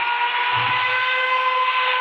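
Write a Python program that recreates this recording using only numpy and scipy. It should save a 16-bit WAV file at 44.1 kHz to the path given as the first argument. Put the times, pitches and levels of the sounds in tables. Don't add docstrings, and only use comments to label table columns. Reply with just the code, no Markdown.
import sys
import numpy as np
from scipy import signal
from scipy.fft import rfft, irfft
from scipy.io import wavfile
from scipy.ndimage import uniform_filter1d

SR = 44100
rng = np.random.default_rng(int(sys.argv[2]) if len(sys.argv) > 2 else 0)


def bounce(signal):
    frames = np.transpose(np.atleast_2d(signal))
    limited = np.clip(frames, -1, 1)
    pcm = np.round(limited * 32767).astype(np.int16)
    wavfile.write(sys.argv[1], SR, pcm)


def convert_level_to_amplitude(level_db):
    exponent = np.asarray(level_db, float) / 20
    return 10 ** exponent


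N = 88244

# (time [s], level [dB], readiness to be kept [-2..2])
AIR_COURSE = [(0, -78, 0.7), (.28, -74, .3), (.5, -82.5, -1.3), (.72, -66.5, -1.1), (.9, -65, 1.6),
              (1.3, -62, 1.8), (1.7, -68.5, 1.9), (2.0, -70.5, 0.17)]
# (frequency [Hz], level [dB])
AIR_COLOUR = [(4500, 18.5), (4720, 5.5), (4950, -0.5), (5200, 9), (5500, 3), (6200, 1), (7000, -5),
              (9600, -5.5)]
# (frequency [Hz], width [Hz], level [dB])
WHISTLES = [(5210, 150, -67.5), (4710, 150, -67), (5770, 120, -77.5)]
# (time [s], hum level [dB], rumble level [dB])
MOTOR_SURGE = [(0, -57, -70), (.12, -68, -69), (.18, -89.5, -84), (.3, -93, -58.5), (.46, -72, -72.5),
               (.57, -36, -47), (.65, -35, -47), (.72, -34.5, -49), (.8, -53, -62), (.9, -48, -60.5),
               (1.03, -54.5, -67), (1.1, -66.5, -67.5), (1.22, -81.5, -63), (1.45, -84.5, -67),
               (1.6, -82.5, -79.5), (1.75, -75.5, -80), (2.0, -69, -69)]
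# (frequency [Hz], level [dB], wobble [dB], phase slip [rad])
MOTOR_HUM = [(118, -0.5, 3, 0.26), (101, -10.5, 3.5, .6), (131, -9.5, 6.5, 0.57)]
# (frequency [Hz], density [dB per Hz])
HISS_SPECTRUM = [(150, -50), (400, -15), (650, -20.5), (900, 0), (1350, -7.5), (2600, -2), (3550, -12),
                 (4400, -34.5)]
# (frequency [Hz], width [Hz], level [dB], drift [dB/s])
SHELL_RINGS = [(368.8, 19, -51.5, -8.5), (601, 30, -65, 4.5), (861, 19, -40.5, -10.5),
               (896, 11, -48.5, 4.9), (1164, 20, -48, 2), (2560, 60, -40, -4.5), (2648, 130, -39, -1.5),
               (2804, 210, -38.5, -1.5)]
# (time [s], fundamental [dB], third overtone [dB], higher overtones [dB], hiss [dB],
# hiss tilt [dB/octave])
SLIP_SHAPE = [(0, -6, -4, 0, 0.5, 0.5), (.12, -3, 0.5, -1, -1.5, 0.5), (.35, 1, -2.5, 1.5, 1.5, 0.5),
              (.62, -2, -2.5, -8.5, 2.5, -0.5), (.74, -3.5, -3, 8, 0, -1), (.8, -12, -2, -3.5, 2.5, 2),
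              (.86, -5.5, -1, 8.5, -1.5, 2), (.905, -3, -1, -3.5, 3.5, 2.5), (.96, 0, 8, 5.5, 0, 1.5),
              (1.02, -6.5, 3.5, 2.5, -0.5, 3), (1.2, 4.5, 5.5, 0.5, -3.5, 1.5),
              (1.35, 1.5, -4.5, 4, -2.5, 0.5), (1.41, -1, 0, -8.5, -1.5, 1), (1.5, -0.5, -5.5, 1.5, -3, 0),
              (1.6, 4, -10, -5.5, -3.5, 2.5), (1.76, -6.5, -1.5, -3.5, -1.5, 2.5),
              (1.9, 5.5, 1.5, -0.5, 2, 3), (2.0, -0.5, 3, -2.5, -3, 3.5)]
# (time [s], frequency [Hz])
CHATTER_PITCH = [(0, 475.5), (.26, 480.5), (.52, 491.5), (.78, 502), (1.0, 509), (1.2, 512.8),
                 (1.45, 511.8), (1.75, 510), (2.0, 506)]
# (time [s], squeal level [dB])
ROLLER_CONTACT = [(0, -25.5), (.12, -22), (.26, -20), (.38, -20), (.52, -24), (.7, -23), (.85, -25),
                  (1.0, -24.5), (1.07, -21.5), (1.2, -27), (1.3, -22.5), (1.45, -21), (1.65, -19),
                  (1.78, -18.5), (1.86, -26), (1.94, -19), (2.0, -20.5)]
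# (multiple [1], level [dB], wobble [dB], skirt [dB], share of slip shape followed [0..1])
OVERTONES = [(1, -24, 1.9, -10, 1), (2, -1, -0.68, -9.5, 1), (3, -9, 0.25, -5.5, 1), (4, -20, 0, -5, 1),
             (5, -14, 2, -1.5, 0.68), (6, -17.5, 3, 0.5, 0.1), (7, -30, 6, 6.5, 0.55),
             (8, -34, 1, -4.5, 0.47), (9, -41.5, -0.5, -0.5, .3)]
# (frequency [Hz], width [Hz], lift [dB])
SHELL_MODES = [(506.6, 29, 12), (1649, 82, 5.5), (2098, 180, 17.5), (2550, 90, 1), (3065, 80, -1.5)]
# (time [s], length [s], depth [dB])
ROLLER_SKIPS = [
    (0.058, .03, -6.5),
    (0.188, 0.034, -6.5),
    (.31, 0.046, -14.5),
    (0.443, 0.033, -5.5),
    (0.634, 0.016, 0.5),
    (1, 0.028, -6),
    (1.122, 0.037, -10.5),
    (1.732, 0.028, -12),
    (1.922, 0.014, -27),
    (1.968, 0.026, -5),
]

AIR_DB, BED_DB = -12.5, -87.5
PATCH_HZ, PATCH_S, PATCH_SCATTER_DB, DROPPED_DB = 217, 0.039, 3.5, -26.5
KEEP_DB = 12
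HISS_DB, FLICKER_DB, SWELL_DB = -26, 1.55, -0.76
SHAFT_HZ, SHAFT_DB, SKIRT_HZ = 10, 2, 23.8
VOICE_TOP_HZ = 4385


def curve(table, column):
    rows = np.array(table, float)
    return np.interp(np.arange(N) / SR, rows[:, 0], rows[:, column])


def unit(x):
    return x / np.sqrt(np.mean(np.abs(x) ** 2))


def band(hz, width_hz, order=2):
    f_hz = np.arange(N // 2 + 1) * SR / N
    bell = np.exp(-0.5 * (2 * (f_hz - hz) / width_hz) ** order)
    return unit(irfft(rfft(rng.standard_normal(N)) * bell, N))


def walk(rate_hz):
    return band(0, 2 * rate_hz)


def hold_patch(x):
    hold = int(PATCH_S * SR)
    return np.repeat(x[::hold], hold)[:N]


def air():
    patches, colour = 0, np.array(AIR_COLOUR, float)
    for k in range(24):
        hz = 4500 + k * PATCH_HZ
        colour_db = np.interp(hz, colour[:, 0], colour[:, 1])
        readiness = curve(AIR_COURSE, 2) + walk(6) + colour_db / KEEP_DB
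        kept = hold_patch(readiness > 0) * 1.0
        db = colour_db + DROPPED_DB * (1 - kept) + PATCH_SCATTER_DB * hold_patch(walk(8))
        patches = patches + uniform_filter1d(convert_level_to_amplitude(db), size=500) * band(hz, PATCH_HZ, order=8)
    whistles = 0
    for hz, width_hz, db in WHISTLES:
        wobble_db = 1.7 * walk(9)
        gate_db = -29 * uniform_filter1d((walk(7) < 0) * 1.0, size=700)
        whistles = whistles + convert_level_to_amplitude(db + wobble_db + gate_db) * band(hz, width_hz, order=8)
    bed = convert_level_to_amplitude(BED_DB) * band(7100, 5000, order=8)
    return convert_level_to_amplitude(curve(AIR_COURSE, 1) + AIR_DB) * patches + whistles + bed


def motor():
    t, hum = np.arange(N) / SR, 0
    for hz, db, wobble_db, slip_rad in MOTOR_HUM:
        gain = convert_level_to_amplitude(db + wobble_db * walk(11))
        hum = hum + gain * np.sin(2 * np.pi * hz * t + slip_rad * walk(6))
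    rumble = convert_level_to_amplitude(2 * walk(27)) * band(240, 220)
    rumble = rumble + convert_level_to_amplitude(-25.5 + 4 * walk(8)) * band(35, 50)
    return convert_level_to_amplitude(curve(MOTOR_SURGE, 1)) * unit(hum) + convert_level_to_amplitude(curve(MOTOR_SURGE, 2)) * rumble


def rubbing_hiss():
    out, swell, rows = 0, walk(2), np.array(HISS_SPECTRUM, float)
    tilt_db = curve(SLIP_SHAPE, 5)
    for hz in 150 * 2 ** (np.arange(21) / 4):
        density_db = np.interp(np.log(hz), np.log(rows[:, 0]), rows[:, 1])
        db = density_db + 10 * np.log10(hz) + tilt_db * np.log2(hz / 2000)
        out = out + convert_level_to_amplitude(db + SWELL_DB * swell + FLICKER_DB * walk(3)) * band(hz, hz / 4)
    return convert_level_to_amplitude(HISS_DB + curve(SLIP_SHAPE, 4)) * unit(out)


def shell_ringing():
    t, out = np.arange(N) / SR, 0
    for hz, width_hz, db, drift_db in SHELL_RINGS:
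        out = out + convert_level_to_amplitude(db + drift_db * t + 2 * walk(3.4)) * band(hz, width_hz)
    return out


def skips_db():
    t = np.arange(N) / SR
    return sum(db * np.exp(-0.5 * (2 * (t - at_s) / length_s) ** 2) for at_s, length_s, db in ROLLER_SKIPS)


def squeal():
    t, out = np.arange(N) / SR, 0
    hz = uniform_filter1d(curve(CHATTER_PITCH, 1), size=4000, mode="nearest")
    phase = 2 * np.pi * np.cumsum(hz + 0.5 * walk(12)) / SR
    for k, (_, db, wobble_db, skirt_db, follow) in enumerate(OVERTONES, 1):
        lift_db = sum(up_db / (1 + (2 * (k * hz - mode_hz) / width_hz) ** 2)
                      for mode_hz, width_hz, up_db in SHELL_MODES)
        turn_db = SHAFT_DB * (k > 4) * np.sin(2 * np.pi * (SHAFT_HZ * t + rng.random()))
        if k == 2:
            contact_db = curve(ROLLER_CONTACT, 1) + skips_db()
        else:
            slip_column = {1: 1, 3: 2}.get(k, 3)
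            contact_db = -23 + follow * curve(SLIP_SHAPE, slip_column)
        skirt_hz = SKIRT_HZ * np.sqrt(k)
        skirt = convert_level_to_amplitude(skirt_db) * (walk(skirt_hz) + 1j * walk(skirt_hz)) / np.sqrt(2)
        gain = convert_level_to_amplitude(contact_db + db + lift_db + turn_db + wobble_db * walk(7.5))
        carrier = np.exp(1j * (k * phase + 2 * np.pi * rng.random()))
        out = out + np.sqrt(2) * gain * np.real((1 + skirt) * carrier)
    return out


def scene():
    voice_band = signal.ellip(10, 0.5, 70, VOICE_TOP_HZ, fs=SR, output="sos")
    shell = squeal() + rubbing_hiss() + shell_ringing()
    return (signal.sosfilt(voice_band, shell) + motor() + air())[None]


def roll_off(x):
    return signal.sosfilt(signal.butter(12, 9660, fs=SR, output="sos"), x)


def record(dry):
    return roll_off(dry)


dry = scene()
out = record(dry)
bounce(out)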